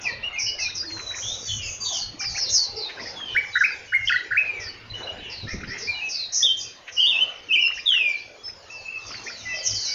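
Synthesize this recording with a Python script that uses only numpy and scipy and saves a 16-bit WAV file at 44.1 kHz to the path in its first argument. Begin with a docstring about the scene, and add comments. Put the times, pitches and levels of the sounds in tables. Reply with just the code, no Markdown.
"""An outdoor aviary, where small songbirds call before one microphone with little top end.
Each voice is a near-sinusoid gliding in pitch; fast modulation spreads it into a buzz. A flock gives
downslurs, peeps, chucks and shrieks, one bird warbles a low liquid phrase, and another whistles loudly.
Wings whirr and fan the microphone with turbulence, and faint coos come from afar over a low rumble.
Reflections from ground, roof and walls follow every call."""
import sys
import numpy as np
from scipy import signal
from scipy.fft import rfft, irfft
from scipy.io import wavfile
from scipy.ndimage import uniform_filter1d, minimum_filter1d, map_coordinates

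SR = 44100
rng = np.random.default_rng(int(sys.argv[2]) if len(sys.argv) > 2 else 0)


def master(y):
    """Save y as 16-bit WAV."""
    cut = np.clip(np.atleast_2d(y).T, -1, 1)
    pcm = np.round(cut * 32767)  # scale
    wavfile.write(sys.argv[1], SR, pcm.astype(np.int16))


N = 438354


def amp(db):
    """Amplitude ratio: a factor of ten for every 20 dB."""
    return 10 ** (np.asarray(db) / 20)


def unit_rms(x):
    """Normalisation to a mean power of one."""
    return x / np.sqrt(np.mean(x ** 2) + 1e-20)


def at_frequency(points, hz):
    """Interpolation on a logarithmic frequency axis."""
    f, value = np.transpose(points)
    return np.interp(np.log(hz + 1), np.log(f + 1), value)


def level(curve):
    """Amplitude envelope through points of (seconds, dB)."""
    return amp(np.interp(np.arange(N) / SR, *np.transpose(curve)))


def add(mix, start, sound):
    """Superposition: a sound joins the mix at a time in seconds."""
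    part = mix[max(round(start * SR), 0):][:len(sound)]
    part += sound[:len(part)]


def coloured(x, spectrum):
    """Linear filtering by a response given as points of (Hz, dB)."""
    return irfft(rfft(x) * amp(at_frequency(spectrum, np.fft.rfftfreq(N, 1 / SR))), N)


def wander(size, rate_hz):
    """Smooth random modulation of about unit size."""
    at = np.arange(size) * rate_hz / SR
    return map_coordinates(rng.standard_normal(int(at[-1]) + 4), [at + 1], order=3, mode="nearest")


def fade(t, rise, fall):
    """Raised-cosine attack and release, in seconds."""
    return np.sin(np.pi / 2 * np.clip(t / rise, 0, 1) * np.clip((t[-1] - t) / fall, 0, 1)) ** 2


def arch(length, start_hz, middle_hz, end_hz):
    """Time and pitch of a glide that is parabolic in log frequency."""
    t = np.arange(0, length, 1 / SR)
    parabola = np.polyfit([0, .5, 1], np.log([start_hz, middle_hz, end_hz]), 2)
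    return t, np.exp(np.polyval(parabola, t / length))


def glide(t, turns):
    """Cosine interpolation of pitch between turning points of (seconds, Hz)."""
    times, hz = np.transpose(turns)
    steps = np.arange(len(times))
    place = np.interp(t, times, steps)
    return np.interp(np.floor(place) + np.sin(np.pi / 2 * (place % 1)) ** 2, steps, hz)


def wash(spectrum, patchy_db):
    """Coloured noise, amplitude-modulated in random patches of time and frequency."""
    bands = signal.stft(rng.standard_normal(N), SR, nperseg=1024)[2]
    patches = uniform_filter1d(rng.standard_normal(bands.shape), size=6, axis=0, mode="wrap")
    patches = unit_rms(uniform_filter1d(patches, size=9, axis=1, mode="wrap"))
    noise = signal.istft(bands * amp(patchy_db * patches), nperseg=1024)[1][:N]
    return unit_rms(coloured(noise, spectrum))


# Overtones of a bird's voice. Each entry: level in dB against the fundamental, from harmonic two up.
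OVERTONES = [-29, -23, -37, -28.5]
def syrinx(hz, overtones=OVERTONES):
    """Harmonic series: the vocal organ gives a near-sine with weak multiples of its pitch."""
    phase = 2 * np.pi * np.cumsum(hz) / SR
    upper = sum(amp(db) * np.sin(k * phase) * (k * hz < SR / 2) for k, db in enumerate(overtones, 2))
    return np.sqrt(2) * (np.sin(phase) + upper)


def sung(hz, waver, flutter_db, overtones=OVERTONES):
    """Random amplitude and frequency modulation give a voice a quick tremble."""
    flutter = amp(flutter_db * wander(len(hz), 300))
    return flutter * syrinx(hz * (1 + waver * wander(len(hz), 400)), overtones)


def buzzing(hz, buzz, trill_hz=440):
    """Modulation sidebands: a fast uneven trill in pitch and strength spreads a voice into a rasp."""
    size = len(hz)
    trill = 2 * np.pi * np.cumsum(trill_hz * (1 + .25 * wander(size, 200))) / SR
    swing = buzz * (.105 * np.sin(trill) * (1 + .12 * wander(size, 90)) + .018 * wander(size, 900))
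    chop = amp(buzz * (1.5 * np.cos(trill) + 2.5 * wander(size, 250) - 1))
    return chop * syrinx(hz * (1 + swing))


def buzzy_call(t, hz, buzz, wane_db, calm=.88):
    """A modulated glide: the pitch hooks up, then slides, as the buzz shrinks by the share `calm`."""
    hook = .066 * np.exp(-t / .00864)
    pitch = hz * (1 + .016 * wander(len(t), 89.65) - hook)
    depth = buzz * (1 - calm * np.sin(np.pi / 2 * t / t[-1]) ** 2)
    gain = amp(np.interp(t / t[-1], [.25, .75], [0, -wane_db]))
    return gain * buzzing(pitch, depth) * fade(t, .02, .014)


# The outdoor rumble. Each row: time in seconds, level in dB.
RUMBLE_LEVEL = [(0, -49.5), (2.3, -44.5), (3.3, -53.5), (5.9, -49), (6.7, -61.5), (8.6, -58.5),
                (9.94, -49.5)]
# Its spectrum. Each row: frequency in Hz, relative density in dB.
RUMBLE_SPECTRUM = [(15, -6), (40, -2), (85, -1), (107, 6), (135, -9), (220, -10.5), (500, -26),
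                   (1500, -64.5)]
def rumble():
    """Low-frequency noise heaves under slow amplitude modulation."""
    return level(RUMBLE_LEVEL) * amp(.75 * wander(N, 6.2)) * wash(RUMBLE_SPECTRUM, patchy_db=4.5)


# Flurries of wings and leaves. Each row: peak time in seconds, decay time in seconds, level in dB.
FLURRIES = [(0, 0.71, -43), (0.999, 1, -45.5), (2.4, 0.98, -47), (2.98, 0.38, -41), (4.47, 0.31, -40.5),
            (5.01, 0.37, -40), (5.75, 0.31, -42), (7.16, 0.26, -41), (9.1, 0.28, -43), (9.55, 1, -48)]
# Their spectrum. Each row: frequency in Hz, relative density in dB.
WHIRR_SPECTRUM = [(60, -14.5), (250, -4), (500, 2.5), (800, -0.5), (1200, -3.5), (2500, -5), (4000, -10.5),
                  (7000, -37)]
def flurries(rise_s=.062, rest_db=-51.5):
    """Incoherent sources add in power: each flurry builds and dies away over a resting whirr."""
    t = np.arange(N) / SR
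    power = amp(rest_db) ** 2
    for peak, decay, db in FLURRIES:
        power += (amp(db) * np.exp(-np.maximum((peak - t) / rise_s, (t - peak) / decay))) ** 2
    return np.sqrt(power) * wash(WHIRR_SPECTRUM, patchy_db=4)


# The farther flock. Each row: time in seconds, relative level in dB.
FLOCK_LEVEL = [(0, -62.5), (1.5, -62), (3.4, -47.5), (4.8, -56.5), (6, -51.5), (8.4, -55.5), (9.94, -41)]
# Spectrum of its blended voices. Each row: frequency in Hz, relative density in dB.
FLOCK_SPECTRUM = [(1000, -27.5), (2000, -6), (2800, -0.5), (3600, -8.5), (4800, -17.5), (6200, -5.5),
                  (7000, -2.5), (9000, -20)]
def far_flock(count=110):
    """Superposition of many voices: returns random downslurs, and the haze of noise behind them."""
    calls = np.zeros(N)
    for k, (when, high, long, buzz) in enumerate(rng.random((count, 4))):
        start_hz = 4200 + 2800 * np.sqrt(high)
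        t, hz = arch(.1 + .093 * long, start_hz, .82 * start_hz, .65 * start_hz)
        add(calls, (k + when) / count * N / SR, buzzy_call(t, hz, np.sqrt(buzz), wane_db=2))
    gain = level(FLOCK_LEVEL)
    return amp(-9.5) * gain * unit_rms(calls), gain * wash(FLOCK_SPECTRUM, patchy_db=7)


# Buzzy falling calls. Each row: start and length in seconds, first and last pitch in Hz, level in dB.
DOWNSLURS = [(0, 0.14, 6850, 3910, -40.5), (0.578, 0.14, 5180, 3655, -38), (0.739, 0.09, 6330, 4640, -32.5),
             (1.469, 0.07, 3800, 2927, -31.5), (1.838, .15, 4130, 2907, -34),
             (1.918, 0.14, 6030, 4126, -32.5), (2.184, 0.11, 6400, 4510, -31.5),
             (2.281, 0.14, 4620, 4280, -38.5), (2.751, 0.13, 5500, 3664, -34.5),
             (3.571, 0.17, 6330, 4650, -44), (4.039, 0.16, 6320, 3820, -40.5),
             (4.59, 0.12, 6350, 4280, -40.5), (5.289, 0.16, 5380, 3784, -40.5),
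             (5.771, 0.21, 6400, 3723, -38), (6.08, 0.18, 6190, 3767, -31.5),
             (6.914, 0.15, 6230, 4410, -39.5), (7.728, 0.088, 6320, 4740, -43.5),
             (8.071, 0.12, 6370, 3930, -48.5), (8.168, .075, 5550, 4290, -51.5),
             (8.688, 0.15, 6040, 4250, -48.5), (9.05, 0.14, 6430, 4180, -42), (9.225, 0.2, 6810, 3634, -43),
             (9.538, 0.077, 6190, 4490, -36.5), (9.722, 0.075, 5980, 4215, -31.5),
             (9.779, 0.11, 5340, 3904, -35), (9.835, 0.12, 6330, 4360, -31.5)]
def downslurs(early_fall=.6, full_buzz_hz=6300, hold_s=.1, wane_db_per_s=30):
    """Falling frequency sweeps that flatten out; the higher the start, the deeper the modulation."""
    out = np.zeros(N)
    for start, length, start_hz, end_hz, db in DOWNSLURS:
        t, hz = arch(length, start_hz, start_hz * (end_hz / start_hz) ** early_fall, end_hz)
        wane_db = wane_db_per_s * max(length - hold_s, 0)
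        add(out, start, amp(db) * buzzy_call(t, hz, start_hz / full_buzz_hz, wane_db))
    return out


def clear_note(t, hz, waver=.013, drift=.01, flutter_db=2):
    """Jitter and shimmer unsettle pitch and strength; the longer the note, the purer it is."""
    unsteady = min(1, .055 / t[-1])
    jitter = unsteady * waver * wander(len(t), 400) + np.sqrt(unsteady) * drift * wander(len(t), 50)
    shimmer = amp(unsteady * flutter_db * wander(len(t), 120))
    return shimmer * syrinx(hz * (1 + jitter)) * fade(t, .016, .012)


# Clear falling notes. Each row: start and length in seconds, first and last pitch in Hz, level in dB.
SIGHS = [(0.04, 0.054, 2880, 2226, -27.5), (0.06, 0.058, 2076, 1833, -30),
         (0.322, 0.048, 2190, 2096, -33.5), (0.352, 0.065, 2676, 2180, -31), (0.581, 0.02, 2300, 1990, -25),
         (0.589, 0.092, 2734, 2375, -35), (0.865, 0.26, 4385, 3898, -37.5), (1.41, 0.13, 4880, 4200, -44.5),
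         (3.153, 0.17, 3490, 3016, -38), (3.522, 0.058, 4005, 3780, -36.5),
         (4.448, 0.15, 2525, 2277, -33.5), (4.57, 0.11, 2170, 1756, -42.5), (1.799, 0.087, 4760, 4545, -34),
         (3.871, 0.23, 2936, 2765, -47), (5.941, 0.08, 2970, 2775, -36.5), (6.285, .115, 4450, 4000, -56),
         (5.18, 0.022, 4060, 3770, -41), (6.398, 0.028, 1980, 1840, -39.5),
         (8.968, 0.066, 5990, 4800, -55.5), (9.016, 0.082, 4760, 4630, -49.5),
         (9.449, 0.095, 2030, 1967, -30), (9.481, 0.087, 2700, 2603, -36), (9.523, 0.25, 3137, 3082, -43.5)]
def sighs(early_fall=.6):
    """Downward glides of a near-pure tone, with the share `early_fall` covered by mid-note."""
    out = np.zeros(N)
    for start, length, start_hz, end_hz, db in SIGHS:
        t, hz = arch(length, start_hz, start_hz * (end_hz / start_hz) ** early_fall, end_hz)
        add(out, start, amp(db) * clear_note(t, hz))
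    return out


# The flock's peeps. Each row: start and length in seconds, target pitch in Hz, level in dB.
PEEPS = [(0.226, 0.05, 2918, -26.5), (0.458, 0.046, 3002, -27.5), (4.894, 0.03, 4220, -36.5),
         (4.93, 0.042, 3045, -33.5), (5.021, 0.035, 4115, -37), (5.062, 0.056, 2980, -33),
         (5.867, 0.069, 2438, -29), (5.997, 0.1, 2632, -34.5), (7.605, 0.086, 5404, -36),
         (8.368, 0.096, 3424, -55.5), (8.43, 0.085, 5380, -37.5), (8.688, 0.21, 2690, -43.5),
         (8.87, 0.117, 2710, -36.5), (9.865, 0.081, 2320, -45)]
def peeps(scoop_hz=380, scoop_s=.0097, sag=.0351):
    """Exponential approach: the pitch scoops up towards its note, then sags a little."""
    out = np.zeros(N)
    for start, length, hz, db in PEEPS:
        t = np.arange(0, length, 1 / SR)
        pitch = hz * (1 - sag * t / length) - scoop_hz * np.exp(-t / scoop_s)
        add(out, start, amp(db) * clear_note(t, pitch))
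    return out


# Rasping calls. Each row: start and length in seconds, first and last pitch in Hz, level in dB,
# buzz from 0 to 1.
RASPS = [(0.378, .135, 5760, 4850, -30, 0.74), (0.58, 0.081, 5760, 5380, -31, 0.92),
         (0.879, 0.35, 6230, 5700, -47, 1), (1.142, 0.17, 6380, 5970, -34.5, 1),
         (1.266, 0.24, 6050, 5980, -39.5, 1), (1.212, 0.15, 3130, 3910, -35.5, 0.37),
         (1.444, 0.15, 6440, 6400, -35, 1), (1.609, 0.084, 5120, 4840, -38.5, 0.5),
         (1.624, 0.14, 6790, 6410, -34.5, 0.6), (1.793, 0.21, 6840, 5980, -32.5, 0.85),
         (2.19, 0.033, 2450, 2336, -34, 0), (2.274, .11, 6180, 5710, -39.5, 1),
         (1.577, 0.13, 2950, 2470, -40.5, 0.8), (2.989, 0.13, 4900, 5130, -39.5, 0.76),
         (3.269, 0.093, 3000, 2874, -37, 0.65), (4.936, 0.096, 5630, 6450, -55, 1),
         (5.193, 0.14, 3110, 2624, -41.5, 1), (5.463, 0.073, 1694, 2305, -37.5, 1),
         (5.472, 0.078, 5100, 5740, -43.5, 0.8), (5.665, 0.092, 1607, 2210, -38.5, 1),
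         (5.665, 0.074, 4760, 5630, -41.5, 0.56), (6.561, 0.098, 6680, 5620, -37, 1),
         (6.59, 0.046, 4900, 4790, -34.5, 0.2), (9.355, 0.22, 6170, 5200, -48, 0.97),
         (9.696, 0.3, 5980, 5270, -37.5, 0.96)]
def rasps(lift=.017):
    """Sustained modulation keeps a gently arching call rough to its end."""
    out = np.zeros(N)
    for start, length, start_hz, end_hz, db, buzz in RASPS:
        t, hz = arch(length, start_hz, np.sqrt(start_hz * end_hz) * (1 + lift), end_hz)
        add(out, start, amp(db) * buzzy_call(t, hz, buzz, wane_db=.5, calm=.17))
    return out


# Soft chucks. Each row: time of the dip and rise time in seconds, bottom and top pitch in Hz,
# relative level in dB.
CHUCKS = [(0.681, 0.029, 1400, 1900, -45.5), (0.824, .032, 1484, 1804, -44), (.968, 0.016, 1494, 2760, -44),
          (0.994, 0.01, 1260, 3440, -39.5), (1.109, 0.012, 1570, 2620, -42),
          (1.136, 0.014, 1696, 2600, -36), (1.18, 0.015, 1320, 2600, -39.5),
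          (2.205, 0.026, 1200, 3100, -42.5), (2.236, 0.016, 1243, 2990, -37),
          (2.347, 0.027, 2076, 2720, -35.5), (2.375, 0.014, 1515, 2050, -36.5),
          (2.973, 0.039, 1580, 2230, -42), (3.055, 0.024, 1757, 2210, -43), (3.195, 0.019, 980, 2040, -43),
          (5.605, 0.014, 1360, 2700, -41), (5.632, 0.018, 1256, 2810, -39), (5.764, 0.011, 1435, 2500, -40),
          (7.678, 0.011, 1190, 2710, -38), (7.703, 0.019, 1173, 2440, -40.5),
          (7.775, 0.023, 1717, 2470, -37.5), (7.916, 0.012, 1200, 2620, -41),
          (7.937, 0.02, 1585, 2420, -36.5), (7.972, 0.014, 1250, 2340, -40.5),
          (8.478, 0.024, 1575, 2740, -50), (9.107, 0.0157, 1135, 3230, -40),
          (9.138, 0.015, 1210, 3080, -39), (9.262, 0.0262, 1730, 2550, -38),
          (9.297, 0.015, 1375, 2060, -41)]
def chucks(lead_s=.0056):
    """Rapid frequency sweeps: the pitch dips, then shoots up in a few hundredths of a second."""
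    out = np.zeros(N)
    for dip, rise, bottom_hz, top_hz, db in CHUCKS:
        t = np.arange(-lead_s, rise, 1 / SR)
        hz = glide(t, [(t[0], 1.25 * bottom_hz), (0, bottom_hz), (rise, top_hz)])
        gain = amp(db + 1) * fade(t - t[0], 2 * lead_s, .005)
        add(out, dip + t[0], gain * sung(hz, waver=.06, flutter_db=3.5))
    return out


# Faint far calls. Each row: start and length in seconds, pitch in Hz, relative level in dB.
COOS = [(0.824, 0.16, 326, -45.5), (1.792, 0.18, 1060, -44.5), (1.881, 0.14, 747, -41),
        (2.199, 0.23, 780, -48), (2.657, 0.22, 813, -45), (2.718, 0.11, 420, -37), (3.41, .11, 813, -47),
        (5.701, 0.18, 421, -42.5), (6.422, 0.047, 536, -36.5), (9.207, 0.27, 235.4, -51),
        (9.514, 0.14, 630, -51)]
def coos():
    """Low tones from far away waver under random modulation."""
    out = np.zeros(N)
    for start, length, hz, db in COOS:
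        t = np.arange(0, length, 1 / SR)
        pitch = hz * (1 + .055 * wander(len(t), 110))
        gain = amp(db - 6 + 3 * wander(len(t), 25)) * fade(t, .03, .03)
        add(out, start, gain * syrinx(pitch))
    return out


# Dry scuffs, likely feet on a perch. Each row: peak time in seconds, level in dB.
SCUFFS = [(.908, -41), (2.897, -34.5), (6.884, -34)]
def scuffs(rise_s=.007, decay_s=.013):
    """Friction gives brief, dull bursts of noise."""
    gain, t = np.zeros(N), np.arange(-SR // 20, SR // 10) / SR
    for peak, db in SCUFFS:
        add(gain, peak + t[0], amp(db) * np.exp(-np.maximum(-t / rise_s, t / decay_s)))
    spectrum = [(600, -23), (1300, -7.5), (1900, 4.5), (2800, -.5), (4500, -18), (8000, -22.5)]
    return gain * unit_rms(coloured(rng.standard_normal(N), spectrum))


# The nearest shrieks. Each row: trill rate in Hz, then turning points of time in seconds, pitch in Hz,
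# buzz from 0 to 1 and level in dB.
SHRIEKS = [ (396, [(2.368, 5920, 1, -27.5), (2.405, 5340, 0.6, -27.5), (2.428, 5350, 0.3, -21.5),
           (2.458, 4200, 0.4, -36.5), (2.505, 4050, 0.7, -24)]), (170.1, [(2.49, 6000, 1, -29),
           (2.53, 6140, 1, -21), (2.565, 5550, 1, -16), (2.587, 4560, 0.5, -21.5), (2.62, 4556, 0.1, -23),
           (2.65, 4190, 0.3, -33), (2.69, 4010, .1, -40)]), (488, [(6.32, 5950, .8, -34),
           (6.345, 6070, 0.99, -23), (6.38, 5970, 1, -21.5), (6.445, 5440, .7, -28.5)]),
           (333, [(9.625, 7010, 0.8, -41), (9.665, 6050, 0.92, -21), (9.69, 5920, 1, -29),
           (9.725, 4870, 0.8, -27)]), ]
def shrieks(edge_s=.0053):
    """Modulation depth sets roughness: a loud, close rasp thins towards a tone where its buzz drops."""
    out = np.zeros(N)
    for trill_hz, turns in SHRIEKS:
        times, *controls = np.transpose(turns)
        t = np.arange(times[0], times[-1], 1 / SR)
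        hz, buzz, db = (np.interp(t, times, control) for control in controls)
        add(out, t[0], amp(db) * buzzing(hz, buzz, trill_hz) * fade(t - t[0], edge_s, edge_s))
    return out


# The warbling bird's overtones. Each entry: level in dB against the fundamental, from harmonic two up.
WARBLE_OVERTONES = [-37.5, -42.5, -57.5, -22, -30]
def warble_voice(hz):
    """Harmonic balance sets timbre: the fifth harmonic glints in this trembling voice."""
    return sung(hz, waver=.022, flutter_db=3, overtones=WARBLE_OVERTONES)


# Its upward flicks. Each row: time of the dip and rise time in seconds, top pitch in Hz,
# hold in seconds, last pitch in Hz, level at the top in dB.
WHITS = [(3.356, 0.019, 2290, 0.026, 2240, -15.5), (3.627, 0.02, 2490, 0.025, 1960, -15.5),
         (3.928, 0.018, 2190, 0.03, 2094, -16), (4.352, 0.033, 2562, 0.025, 2555, -13.5)]
def whits(low_hz=1448, lead_s=.009, db_per_octave=16):
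    """Amplitude follows frequency: each flick dips, grows louder as it climbs, holds and sags."""
    out = np.zeros(N)
    for dip, rise, top_hz, hold, end_hz, db in WHITS:
        t = np.arange(-lead_s, rise + hold, 1 / SR)
        hz = glide(t, [(t[0], 1.25 * low_hz), (0, low_hz), (rise, top_hz), (t[-1], end_hz)])
        gain = amp(db + db_per_octave * np.log2(hz / top_hz)) * fade(t - t[0], lead_s, .018)
        add(out, dip + t[0], gain * warble_voice(hz))
    return out


# Its churrs. Each row: start and length in seconds, swing rate in Hz, top pitch in Hz, level in dB.
CHURRS = [(3.549, 0.035, 68, 1988, -17), (3.603, 0.026, 18.5, 1820, -15), (4.089, 0.084, 26, 1962, -22),
          (4.304, 0.037, 41.5, 1954, -22)]
def churrs(low_hz=1428, db_per_octave=1.5, edge_s=.0056):
    """Sinusoidal frequency modulation swings the voice between two pitches."""
    out = np.zeros(N)
    for start, length, rate, top_hz, db in CHURRS:
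        t = np.arange(0, length, 1 / SR)
        hz = low_hz + (top_hz - low_hz) * np.cos(np.pi * rate * t) ** 2
        gain = amp(db + db_per_octave * np.log2(hz / top_hz)) * fade(t, 2 * edge_s, edge_s)
        add(out, start, gain * warble_voice(hz))
    return out


# Turning points of one high squeal. Each row: time in seconds, pitch in Hz.
SQUEAL = [(4.072, 3010), (4.085, 3277), (4.106, 2210)]
def squeal(db=-26, edge_s=.0056):
    """Deep random modulation roughens a glide that arches over the warble."""
    out = np.zeros(N)
    t = np.arange(SQUEAL[0][0], SQUEAL[-1][0], 1 / SR)
    voice = sung(glide(t, SQUEAL), waver=.06, flutter_db=6)
    add(out, t[0], amp(db) * voice * fade(t - t[0], edge_s, edge_s))
    return out


# Wingbeats that fan the microphone. Each row: peak time in seconds, level in dB.
WINGBEATS = [(5.12, -52), (5.182, -44.5), (5.445, -33), (5.544, -31.5), (5.59, -40), (5.628, -35.5),
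             (5.68, -37.5)]
def wingbeats(swell_s=.015):
    """Turbulence: each stroke pushes a puff of low noise at the microphone."""
    push, age = np.zeros(N), np.arange(SR // 8) / SR / swell_s
    for peak, db in WINGBEATS:
        add(push, peak - swell_s, amp(db) * age * np.exp(1 - age))
    spectrum = [(15, -8), (50, 0), (130, -2), (350, -10), (800, -27), (3000, -55)]
    return push * unit_rms(coloured(rng.standard_normal(N), spectrum))


def whistle(hz, attack, home_hz=2750, home_db=-19, db_per_octave=4, wane_db_per_s=19):
    """Amplitude follows frequency in a loud, near-pure tone that decays exponentially."""
    t = np.arange(len(hz)) / SR
    db = home_db + db_per_octave * np.log2(hz / home_hz) - wane_db_per_s * t
    return amp(db) * fade(t, attack, .028) * sung(hz, waver=.0014, flutter_db=2.5)


# Wavy whistles. Each row: attack in seconds, then turning points of time in seconds and pitch in Hz.
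WAVY_WHISTLES = [ (.009, [(6.423, 3280), (6.444, 3698), (6.476, 3150), (6.535, 3120)]),
                 (.033, [(6.96, 3075), (6.987, 2847), (7.013, 3207), (7.043, 2845), (7.083, 3665),
                 (7.135, 2670), (7.165, 2612), (7.222, 3063), (7.262, 2900)]), (.042, [(7.482, 2800),
                 (7.514, 2573), (7.538, 3106), (7.568, 2330), (7.605, 2956), (7.655, 2712), (7.7, 2932)]), ]
# The last whistle. In order: start and length in seconds, first and limiting pitch in Hz,
# sinking time constant and attack in seconds.
LONG_WHISTLE = (7.853, 0.3, 3900, 2200, .104, .022)
def whistles():
    """Frequency glides: three whistles undulate, then one sinks exponentially towards a low note."""
    out = np.zeros(N)
    for attack, turns in WAVY_WHISTLES:
        t = np.arange(turns[0][0], turns[-1][0], 1 / SR)
        add(out, t[0], whistle(glide(t, turns), attack))
    start, length, start_hz, low_hz, sink, attack = LONG_WHISTLE
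    t = np.arange(0, length, 1 / SR)
    add(out, start, whistle(low_hz + (start_hz - low_hz) * np.exp(-t / sink), attack))
    return out


# Reverberation of the aviary. Each row: frequency in Hz, time to fall 60 dB in seconds.
REVERB_TIMES = [(300, 0.04), (2000, 0.54), (3200, 0.49), (7000, 0.28)]
# Early reflections from ground and roof. Each row: delay in seconds, relative gain in dB.
NEAR_ECHOES = [(.0062, -5), (0.0128, -4.5)]
# Later reflections from the walls. Each row: delay in seconds, gain in dB.
WALL_ECHOES = [(0.048, -25), (0.083, -18.5)]
def aviary(x, tail_db, near_db, build_s=.0021):
    """Convolution with the direct path, distinct echoes and a scattered tail that dies band by band."""
    scatter = rng.standard_normal(SR) * (rng.random(SR) < 2500 / SR)  # about 2500 arrivals a second
    hz, t, bands = signal.stft(scatter, SR, nperseg=256)
    decay = amp(-60 * t / at_frequency(REVERB_TIMES, hz)[:, None])
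    tail = signal.istft(bands * np.clip(t / build_s, 0, 1) * decay, nperseg=256)[1]
    response = amp(tail_db) * tail / np.linalg.norm(tail)
    response[0] += 1
    for delay, db in NEAR_ECHOES:
        add(response, delay, amp([db + near_db]))
    for delay, db in WALL_ECHOES:
        add(response, delay, amp([db]))
    return signal.oaconvolve(x, response)[:N]


def scene():
    """The direct-to-reverberant ratio conveys distance: near birds are dry, farther ones reverberant."""
    birds = aviary(whits() + churrs() + squeal(), tail_db=-12.5, near_db=-8, build_s=.025)
    birds += aviary(whistles(), tail_db=-7.5, near_db=-5)
    birds += aviary(peeps() + sighs(), tail_db=-4, near_db=-1)
    birds += aviary(downslurs() + rasps(), tail_db=-.5, near_db=-2)
    birds += aviary(shrieks(), tail_db=-6, near_db=-3)
    birds += aviary(chucks() + scuffs(), tail_db=-8.5, near_db=-3)
    birds += aviary(coos(), tail_db=2, near_db=-1)
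    far_calls, haze = far_flock()
    birds += aviary(far_calls, tail_db=4, near_db=-2)
    return np.tile(birds + haze + rumble() + flurries() + wingbeats(), (2, 1))


# Response of the microphone. Each row: frequency in Hz, gain in dB.
MICROPHONE = [(20, 0), (6400, 0), (6800, -5), (7200, -18), (7700, -31), (9200, -33), (10200, -19),
              (11500, -22), (13000, -27), (15000, -21)]
def record(dry, ceiling_db=-8.5, fizz_db=-33, hiss_db=-81, cutoff_hz=15600):
    """Limiting, then a steep loss above 7 kHz; overload, imaging and self-noise leave a faint fizz."""
    x, ceiling = dry[0], amp(ceiling_db)
    peak = -minimum_filter1d(-abs(x), size=200)
    reduction = uniform_filter1d(np.maximum(peak / ceiling, 1), size=100)
    x = coloured(x / reduction, MICROPHONE)
    crests = x - np.clip(x, -ceiling / 2, ceiling / 2)  # only the tallest waves distort
    x = x + amp(fizz_db) * coloured(crests, [(4000, -61), (7500, -40.5), (10000, 13)])
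    mirror = x * (-1) ** np.arange(N)  # every frequency folded about a quarter of the sample rate
    x = x + coloured(mirror, [(13000, -79.5), (14500, -22), (15000, -24.5), (15600, -38)])
    x = x + amp(hiss_db) * rng.standard_normal(N)
    lowpass = signal.firwin(511, cutoff_hz, window=("kaiser", 9), fs=SR)
    return np.tile(signal.oaconvolve(x, lowpass, "same"), (2, 1))


dry = scene()
out = record(dry)
master(out)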